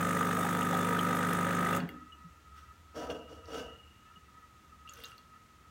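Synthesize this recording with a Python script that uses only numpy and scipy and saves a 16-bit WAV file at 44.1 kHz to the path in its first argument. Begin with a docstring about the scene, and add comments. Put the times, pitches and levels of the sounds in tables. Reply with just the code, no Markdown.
"""A lever espresso machine's pump drives hot rinse water into a cup in a small kitchen.
The motor drones through the casing; two strokes a turn sound the valve, rattle the panels and spurt
hissing water, which splutters into the cup until the lever shuts the pump off. The boiler keeps a thin
leak whistle and a low rumble. The cup sticks and slips over the drip tray's steel grille, then is
tipped out with light clinks."""
import sys
import numpy as np
from scipy import signal
from scipy.fft import rfft, irfft
from scipy.io import wavfile
from scipy.ndimage import uniform_filter1d

SR = 44100
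rng = np.random.default_rng(int(sys.argv[2]) if len(sys.argv) > 2 else 0)


def inscribe(sig):
    """Save sig as 16-bit PCM at rate SR to the path in sys.argv[1].

    A 1-D sig is mono; a 2-D sig holds one channel per row.
    Samples are clipped to [-1, 1] before scaling.
    """
    pcm = np.round(np.clip(np.atleast_2d(sig).T, -1, 1) * 32767)
    wavfile.write(sys.argv[1], SR, pcm.astype(np.int16))


N = 251370

TIME = np.arange(N) / SR
MOTOR_HZ, PUMP_STOP_S = 25.012, 1.787

# Gritty contact on steel. Each row: frequency in Hz, spectral density in dB.
GRIT_SPECTRUM = [(400, 2), (800, 1), (1500, 21.5), (1900, 8), (2500, 8.5), (3300, 14.5), (4000, 3.5),
                 (4700, 5.5), (5900, 8), (7000, -4), (8200, 1.5), (11000, -8.5), (15000, -4)]


def from_db(db):
    """Decibels to gain."""
    return 10 ** (np.asarray(db) / 20)


def rms_one(x):
    """Scale to rms 1."""
    return x / np.sqrt(np.mean(x ** 2) + 1e-20)


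def rms_one_pumping(x):
    """Scale to rms 1 over the pump's run."""
    return x / np.sqrt(np.mean(x[TIME < PUMP_STOP_S] ** 2))


def evened(x, window_samples):
    """Hold the slow level at rms 1, keep the quick flutter."""
    return x / np.sqrt(uniform_filter1d(x ** 2, size=window_samples) + 1e-9)


def coloured(x, spectrum):
    """Shape x by (Hz, dB) points, rolled off past both ends; rms 1."""
    hz, db = np.transpose(spectrum)
    bins_hz = np.maximum(np.fft.rfftfreq(N, 1 / SR), 1)
    gain = from_db(np.interp(np.log(bins_hz), np.log(hz), db))
    skirts = np.minimum(bins_hz / hz[0], 1) ** 2 * np.minimum(hz[-1] / bins_hz, 1) ** 2
    return rms_one(irfft(rfft(x) * gain * skirts, N))


def drift(rate_hz):
    """Random wander; rms 1."""
    knots = rng.standard_normal(int(rate_hz * N / SR) + 2)
    return rms_one(np.interp(TIME * rate_hz, np.arange(len(knots)), knots))


def grains(per_s, spread_db):
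    """Random impulses of uneven size; rms 1."""
    sizes = from_db(spread_db * np.minimum(rng.exponential(1, N), 4)) * rng.choice([-1, 1], N)
    return rms_one(sizes * (rng.random(N) < per_s / SR))


def resonate(x, hz, width_hz):
    """One resonance, peak gain 1."""
    r = np.exp(-np.pi * width_hz / SR)
    feedback = [1, -2 * r * np.cos(2 * np.pi * hz / SR), r * r]
    return signal.lfilter(np.array([1, 0, -1]) * (1 - r * r) / 2, feedback, x + 1e-18)


def body(x, modes):
    """Parallel resonances, signs alternating."""
    return sum((-1) ** k * from_db(db) * resonate(x, hz, width_hz)
               for k, (hz, width_hz, db) in enumerate(modes))


def narrow_noise(hz, width_hz):
    """Noise in a steep-skirted resonance; rms 1."""
    return rms_one(resonate(resonate(rng.standard_normal(N), hz, width_hz), hz, width_hz))


def add_at_peak(out, start_s, peak_db, sound):
    """Mix in a short sound at a given peak level."""
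    at = int(start_s * SR)
    scaled = from_db(peak_db) * sound / np.abs(sound).max()
    out[at:at + len(sound)] += scaled[:max(N - at, 0)]


def swell(start_s, rise_s, hold_s, fall_db_per_s):
    """Envelope: rise, hold, steady fall in dB."""
    since_s = TIME - start_s
    rise = np.clip(since_s / rise_s, 0, 1) ** 1.26
    return rise * from_db(-fall_db_per_s * np.clip(since_s - rise_s - hold_s, 0, 2))


def run_down(db_per_s):
    """Envelope: full until the pump stops, then a steady fall in dB."""
    return from_db(-db_per_s * np.clip(TIME - PUMP_STOP_S, 0, 1))


def strokes(first_s, uneven_db, jitter_s):
    """Two strokes a turn until the stop: seconds from the nearest stroke, and its strength."""
    period_s = 1 / (2 * MOTOR_HZ)
    index = np.round((TIME - first_s) / period_s).astype(int)
    chance = rng.standard_normal((index[-1] + 2, 2))[index]
    stroke_s = first_s + index * period_s
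    strength = from_db(uneven_db * chance[:, 1]) * (stroke_s < PUMP_STOP_S)
    return TIME - stroke_s + jitter_s * chance[:, 0], strength


def motor_drone(level_db, waver, shudder, fall_db_per_s, panel_hz, panel_fall_db_per_s):
    """The motor shakes the casing; once off, it shudders out and a panel's note lingers."""
    # Each row: multiple of the turn rate, relative level in dB.
    motor_orders = [(3, -29), (4, -9), (6, -9), (7, 0), (8, -9), (9, -17), (10, -4), (11, -18), (12, -11),
                    (13, -23), (14, -18), (15, -17), (16, -20), (17, -18), (18, -16), (20, -14), (22, -15),
                    (26, -17), (28, -16), (29, -22), (31, -19), (32, -19), (34, -21), (37, -21), (38, -13)]
    out = np.zeros(N)
    coasting = np.clip((TIME - PUMP_STOP_S) / 0.051, 0, 1)
    for order, db in motor_orders:
        hz = order * MOTOR_HZ
        near_panel = np.exp(-(np.log(hz / panel_hz) / .25) ** 2)
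        dying = run_down(fall_db_per_s + near_panel * (panel_fall_db_per_s - fall_db_per_s))
        unsteady = waver * np.sqrt(order) + shudder * coasting
        phase = 2 * np.pi * (hz * TIME + rng.random()) + unsteady * drift(24.9)
        tone = (1 + unsteady * drift(25.02)) * np.sin(phase)
        out += from_db(db + level_db - 1.1 * coasting) * tone * dying
    return out


def valve_song(level_db, pitch_hz, swell_s):
    """Each pressure stroke swells a short tone in the valve."""
    since_s, strength = strokes(first_s=.0133, uneven_db=.9, jitter_s=.00005)
    tone = strength * np.exp(-.5 * (since_s / swell_s) ** 2) * np.cos(2 * np.pi * pitch_hz * since_s)
    return from_db(level_db) * rms_one_pumping(tone)


def panel_rattle(level_db, growth_db_per_s, pattern_gain, force_floor, knock_s):
    """Loose panels chatter on every stroke; the bright part nearly repeats."""
    # Each row: frequency in Hz, spectral density in dB.
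    panel_spectrum = [(45, -16.5), (130, -11.5), (280, -4), (400, 2), (560, 3.5), (640, -11), (850, -3),
                      (1050, -4), (1230, 0.5), (1750, 0.5), (2300, -9.5), (2900, -12.5), (3600, -17),
                      (4400, -24)]
    since_s, strength = strokes(first_s=0.0092, uneven_db=1.0, jitter_s=0.00017)
    one_stroke = rng.standard_normal(round(SR / MOTOR_HZ / 2))
    stroke_phase = TIME * 2 * MOTOR_HZ % 1
    looped = one_stroke[(stroke_phase * len(one_stroke)).astype(int)]
    pattern = signal.sosfilt(signal.butter(4, 1400, "high", fs=SR, output="sos"), looped)
    contacts = pattern_gain * pattern + grains(per_s=4000, spread_db=2)
    force = force_floor + strength * np.exp(-.5 * (since_s / knock_s) ** 2)
    panels = coloured(contacts * force, panel_spectrum) * run_down(db_per_s=157)
    return from_db(level_db + growth_db_per_s * TIME) * rms_one_pumping(panels)


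def water_hiss(level_db, ease_db_per_s, flow_floor, rise_s, fade_s, pipework_db):
    """Water spurts through the valve at every stroke and rings the steel pipework."""
    # Each row: frequency in Hz, spectral density in dB.
    jet_spectrum = [(1500, -21), (3000, -18), (4200, -16), (5000, -8), (6500, 1), (7800, -1), (8600, 1.5),
                    (9700, -1), (10600, -6.5), (13000, -4), (16000, -4)]
    # Each row: frequency in Hz, width in Hz, gain in dB.
    pipework_modes = [(3457, 14, 14.5), (3670, 68, 10), (6470, 240, -13), (7620, 17, 7), (8350, 75, -5),
                      (9650, 65, -11), (13000, 150, -18), (14900, 170, 3), (15500, 110, -8)]
    since_s, strength = strokes(first_s=0.011, uneven_db=0.0, jitter_s=0.00023)
    spurt = strength * np.exp(np.minimum(since_s / rise_s, -since_s / fade_s))
    flow = np.hypot(flow_floor, spurt)
    jet = flow * (grains(per_s=7000, spread_db=4.5) + 1.8 * rng.standard_normal(N))
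    jet += 0.073 * grains(per_s=160, spread_db=17.5)   # stray spits
    for hz in np.geomspace(3000, 15000, num=7):   # each spurt gets its own colour
        jet += (from_db(2.0 * drift(50.24)) - 1) * resonate(jet, hz, hz / 5)
    pipework = from_db(pipework_db) * rms_one(body(jet, pipework_modes))
    hiss = (coloured(jet, jet_spectrum) + pipework) * run_down(db_per_s=780)
    return from_db(level_db - ease_db_per_s * TIME) * rms_one_pumping(hiss)


def boiler(flutter_db, surge_db, puff_s):
    """A faint leak whistles unsteadily over a low, surging rumble."""
    # Each row: time in seconds, whistle level in dB, rumble level in dB.
    simmer_levels = [(1.9, -58, -61.5), (2.7, -60.5, -56), (3.1, -59.5, -57.5), (3.65, -58.5, -56.5),
                     (4.05, -61, -66), (5.7, -61, -69)]
    # Each row: frequency in Hz, width in Hz, relative level in dB.
    whistle_modes = [(960, 8.5, -18), (1271, 41, 2.5), (1368, 10, -9), (1752, 41, -16), (1942, 37, -13.5),
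                     (2666, 11, -20), (2790, 11, -24)]
    # Spurts of the leak. Each row: time in seconds, whistle level in dB.
    leak_puffs = [(2.585, -58), (5.35, -54)]
    times_s, whistle_db, rumble_db = np.transpose(simmer_levels)
    whistle = sum(from_db(db) * narrow_noise(hz, width_hz) for hz, width_hz, db in whistle_modes)
    puffs = sum(from_db(db) * np.exp(-.5 * ((TIME - at_s) / puff_s) ** 2) for at_s, db in leak_puffs)
    leak = from_db(np.interp(TIME, times_s, whistle_db) + flutter_db * drift(14))
    rumble = narrow_noise(hz=71, width_hz=18.6)
    surge = from_db(np.interp(TIME, times_s, rumble_db) + surge_db * drift(9))
    return np.hypot(leak, puffs) * evened(whistle, 4000) + surge * evened(rumble, 4000)


def kitchen_air(level_db):
    """Steady, bass-heavy room noise."""
    # Each row: frequency in Hz, spectral density in dB.
    air_spectrum = [(25, -14), (50, 4), (110, 5.5), (150, 2.5), (250, 0.5), (400, -5), (600, -10.5),
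                    (1200, -8), (2000, -9.5), (3500, -13.5), (4900, -18), (6700, -17), (10500, -25),
                    (16000, -25.5)]
    return from_db(level_db) * coloured(rng.standard_normal(N), air_spectrum)


def splashes(swell_s, width_ratio, small_count, small_db, low_hz, high_hz):
    """Gobs of water hit the cup, each a cluster of bubbles near one pitch; small ones fall at random."""
    # Each row: start in seconds, peak in dB, pitch in Hz.
    large_gobs = [(.168, -29, 1750), (.209, -23.5, 1230), (.308, -27.5, 1710), (.378, -32.5, 646),
                  (.446, -31, 840), (.617, -34.5, 2900), (.731, -28, 770), (.74, -34.5, 3400),
                  (0.963, -27, 1510), (.991, -30.5, 2950), (1.234, -24.5, 1470), (1.533, -27.5, 1640),
                  (1.659, -27, 1910)]
    small_gobs = [(when * PUMP_STOP_S, small_db, low_hz * (high_hz / low_hz) ** pitch)
                  for when, pitch in rng.random((small_count, 2))]
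    out, t = np.zeros(N), TIME[:SR // 15]
    for start_s, peak_db, hz in large_gobs + small_gobs:
        burst = rng.standard_normal(len(t)) * t * np.exp(-t / swell_s)
        plop = resonate(burst, hz, hz * width_ratio)
        add_at_peak(out, start_s, peak_db, resonate(plop, hz, hz / 2))
    return out


def spout_spits(burst_s):
    """Air caught in the water bursts out in short bright ticks."""
    # Each row: start in seconds, peak in dB.
    spit_events = [(0.742, -32), (0.846, -35), (1.161, -33), (1.3334, -27), (1.7642, -25.5)]
    out, t = np.zeros(N), TIME[:SR // 100]
    for start_s, peak_db in spit_events:
        burst = rng.standard_normal(len(t)) * np.exp(-t / burst_s)
        add_at_peak(out, start_s, peak_db, resonate(burst, hz=10800, width_hz=9000))
    return out


def lever_and_cup_clicks(contact_s, width_hz, cup_gain):
    """Brief rough contacts, each a note and a bright crack; the cup rings along."""
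    # Each row: start in seconds, peak in dB, pitch in Hz, crack relative to the note in dB.
    click_events = [(1.802, -36, 2870, -26), (1.89, -35.5, 2010, -11.5), (3.1014, -33.5, 3030, -35),
                    (3.4563, -49, 4560, -23), (3.55, -39.5, 3300, -24), (4.875, -45, 2780, -26),
                    (4.8893, -43, 3060, -18), (4.8945, -38.5, 6860, -30), (4.936, -41.5, 6200, -4),
                    (4.971, -47, 2910, -7), (5.0023, -46, 2040, -7), (5.021, -51, 3740, -17),
                    (5.0375, -36, 3340, -7), (5.0443, -34.5, 3940, -24), (5.055, -40.5, 6280, -27),
                    (5.1168, -48, 2700, -30), (5.18, -47, 4300, -12)]
    # Each row: frequency in Hz, width in Hz, gain in dB.
    cup_modes = [(2798, 20, 5), (3350, 8.9, 2), (4100, 49, -16), (4120, 23, -24), (4440, 110, -9),
                 (6240, 33, -8)]
    out, t = np.zeros(N), TIME[:SR // 15]
    for start_s, peak_db, hz, crack_db in click_events:
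        contact = rng.standard_normal(len(t)) * np.exp(-t / contact_s)
        ringing = resonate(contact, hz, width_hz) + cup_gain * body(contact, cup_modes)
        note = rms_one(resonate(ringing, hz, hz / 2))
        crack = rms_one(resonate(contact, hz=13200, width_hz=4000))
        add_at_peak(out, start_s, peak_db, note + from_db(crack_db) * crack)
    return out


def grille_taps(contact_s, pitch_hz):
    """A soft, rubbing touch rings one wire of the grille."""
    # Each row: start in seconds, peak in dB.
    tap_events = [(2.118, -49), (4.156, -51.5)]
    out, t = np.zeros(N), TIME[:SR // 5]
    for start_s, peak_db in tap_events:
        touch = rng.standard_normal(len(t)) * t * np.exp(-t / contact_s)
        wire = resonate(touch, pitch_hz, width_hz=25)
        add_at_peak(out, start_s, peak_db, resonate(wire, pitch_hz, width_hz=300))
    return out


def casing_bumps(swell_s):
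    """The casing answers a soft push with a short low note."""
    # Each row: start in seconds, peak in dB, pitch in Hz.
    bump_events = [(2.243, -46.5, 170), (4.165, -57.5, 165)]
    out, t = np.zeros(N), TIME[:SR // 4]
    for start_s, peak_db, hz in bump_events:
        add_at_peak(out, start_s, peak_db, t * np.exp(-t / swell_s) * np.sin(2 * np.pi * hz * t))
    return out


def hand_brush(start_s, level_db):
    """A hand brushes the steel: one short sweep of fine grains."""
    sweep = swell(start_s, rise_s=.02, hold_s=.01, fall_db_per_s=130)
    return from_db(level_db) * sweep * coloured(grains(per_s=6700, spread_db=1), GRIT_SPECTRUM)


def shoved(shoves, levels_db, fall_db_per_s, lag_s=0):
    """One part's envelope: each shove drives it up, then it decays at its own rate."""
    return np.max([from_db(db) * swell(start_s + lag_s, rise_s, hold_s, fall_db_per_s)
                   for (start_s, rise_s, hold_s, *_), db in zip(shoves, levels_db)], axis=0)


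def cup_drag():
    """The cup's foot sticks and slips: the tray booms, the glaze grits, the rubbed wires sing."""
    # Each row: start, rise and hold in seconds, then tray, grit and wire levels in dB.
    shoves = [(2.94, 0.026, 0.074, -41.5, -55.5, -58), (3.075, 0.025, 0.007, -37.5, -55.5, -55),
              (3.276, 0.035, 0.017, -49.5, -64, -63.5), (3.434, 0.12, 0.039, -41.5, -53, -52),
              (4.972, 0.012, 0.0035, -60.5, -68, -72)]
    # Drip tray. Each row: frequency in Hz, width in Hz, gain in dB.
    tray_modes = [(156, 37, -12), (244, 22, -5), (313, 16.4, -2), (439, 33, 2.5), (483, 63, 2),
                  (546, 34, -0.5), (586, 70, -6.5), (665, 56, -3), (736, 110, -11), (970, 25, -9),
                  (1253, 125, -9), (1355, 120, -12), (1540, 53, -16.5)]
    # Grille under the glaze. Each row: frequency in Hz, width in Hz, gain in dB.
    grit_modes = [(2200, 50, -8), (3400, 23, -9), (4600, 100, -5), (4760, 30, 1), (5530, 84, -3),
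                  (6000, 87, -12), (5980, 54, 0), (6400, 41, -1), (7000, 54, -5), (7800, 41, -12),
                  (9800, 110, -15)]
    # Grille wires. Each row: frequency in Hz, width in Hz, relative level in dB.
    wire_modes = [(2692, 35, -1), (2870, 72, 10), (2870, 17, -0.5), (3006, 43, -21)]
    *_, tray_db, grit_db, wires_db = np.transpose(shoves)
    chatter = from_db(2.3 * drift(110))   # the foot catches on wire after wire
    tray = body(chatter * grains(per_s=1100, spread_db=3), tray_modes)
    tray = signal.sosfilt(signal.butter(2, 2000, fs=SR, output="sos"), tray)
    slips = chatter * grains(per_s=2800, spread_db=-0.5)
    grit = from_db(2.5) * coloured(slips, GRIT_SPECTRUM)
    grit += from_db(-4) * rms_one(body(slips, grit_modes))
    wires = sum(from_db(db) * narrow_noise(hz, width_hz) for hz, width_hz, db in wire_modes)
    return (evened(tray, 2500) * shoved(shoves, tray_db, fall_db_per_s=140)
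            + grit * shoved(shoves, grit_db, fall_db_per_s=207)
            + evened(wires, 2500) * shoved(shoves, wires_db, fall_db_per_s=48, lag_s=0.015))


def droplets(per_s, q, tilt_db_per_octave):
    """Tiny drops burst at random and ring briefly; rms 1."""
    pitches_hz = np.geomspace(2700, 14500, num=14)
    out = np.zeros(N)
    for hz in pitches_hz:
        drops = resonate(grains(per_s / len(pitches_hz), spread_db=8), hz, hz / q)
        gain = from_db(tilt_db_per_octave * np.log2(hz / pitches_hz[0]))
        out += gain * rms_one(resonate(drops, hz, hz / 4))
    return rms_one(out)


def cup_spill(start_s, boom_peak_s, level_db):
    """The tipped cup empties in one pour: water patters into the tray, which booms faintly."""
    wash = grains(per_s=14000, spread_db=7)
    boom = rms_one(resonate(wash, hz=530, width_hz=34)) * from_db(-60 * np.abs(TIME - boom_peak_s))
    drops = droplets(per_s=1400, q=19, tilt_db_per_octave=-2.0)
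    patter = 0.37 * drops + 0.94 * coloured(wash, GRIT_SPECTRUM) + 0.4 * boom
    return from_db(level_db) * swell(start_s, rise_s=.16, hold_s=.1, fall_db_per_s=190) * patter


def kitchen_reverb(x, t60_s, treble_t60_s, wet_db):
    """Add a diffuse tail that dies sooner in the treble."""
    t = TIME[:SR // 2]
    noise = rng.standard_normal(len(t)) * (t > .004)
    low = signal.sosfilt(signal.butter(2, 1800, fs=SR, output="sos"), noise)
    high = signal.sosfilt(signal.butter(2, 1800, "high", fs=SR, output="sos"), noise)
    tail = low * np.exp(-np.log(1000) * t / t60_s) + high * np.exp(-np.log(1000) * t / treble_t60_s)
    return x + from_db(wet_db) * signal.fftconvolve(x, tail / np.sqrt(np.sum(tail ** 2)))[:N]


def scene():
    """Mono mix: handling, water and pump noise with reverb; tones, bumps, boiler and air dry."""
    handling = cup_drag() + hand_brush(start_s=2.545, level_db=-60.5)
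    handling += cup_spill(start_s=4.83, boom_peak_s=5.0, level_db=-58.5)
    handling += grille_taps(contact_s=.003, pitch_hz=2900)
    handling += lever_and_cup_clicks(contact_s=.0018, width_hz=400, cup_gain=1.8)
    water = splashes(swell_s=.0022, width_ratio=.1, small_count=5, small_db=-35,
                     low_hz=1440, high_hz=3200)
    water += spout_spits(burst_s=.0012)
    panels = panel_rattle(level_db=-38, growth_db_per_s=.5, pattern_gain=.6, force_floor=.78,
                          knock_s=.0026)
    hiss = water_hiss(level_db=-46.5, ease_db_per_s=1.8, flow_floor=.28, rise_s=.003, fade_s=.008,
                      pipework_db=-7)
    mix = kitchen_reverb(panels + hiss + water + handling, t60_s=.32, treble_t60_s=.15, wet_db=-8.5)
    mix += motor_drone(level_db=-34.5, waver=.048, shudder=.71, fall_db_per_s=141,
                       panel_hz=290, panel_fall_db_per_s=66)
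    mix += valve_song(level_db=-35.4, pitch_hz=1256, swell_s=.0032)
    mix += kitchen_air(level_db=-63)
    mix += boiler(flutter_db=3, surge_db=2.5, puff_s=.016)
    mix += casing_bumps(swell_s=.013)
    return mix[None]


def record(dry):
    """Steep low-pass at 15950 Hz."""
    return signal.sosfilt(signal.ellip(12, .1, 80, 15950, fs=SR, output="sos"), dry)


dry = scene()
out = record(dry)
inscribe(out)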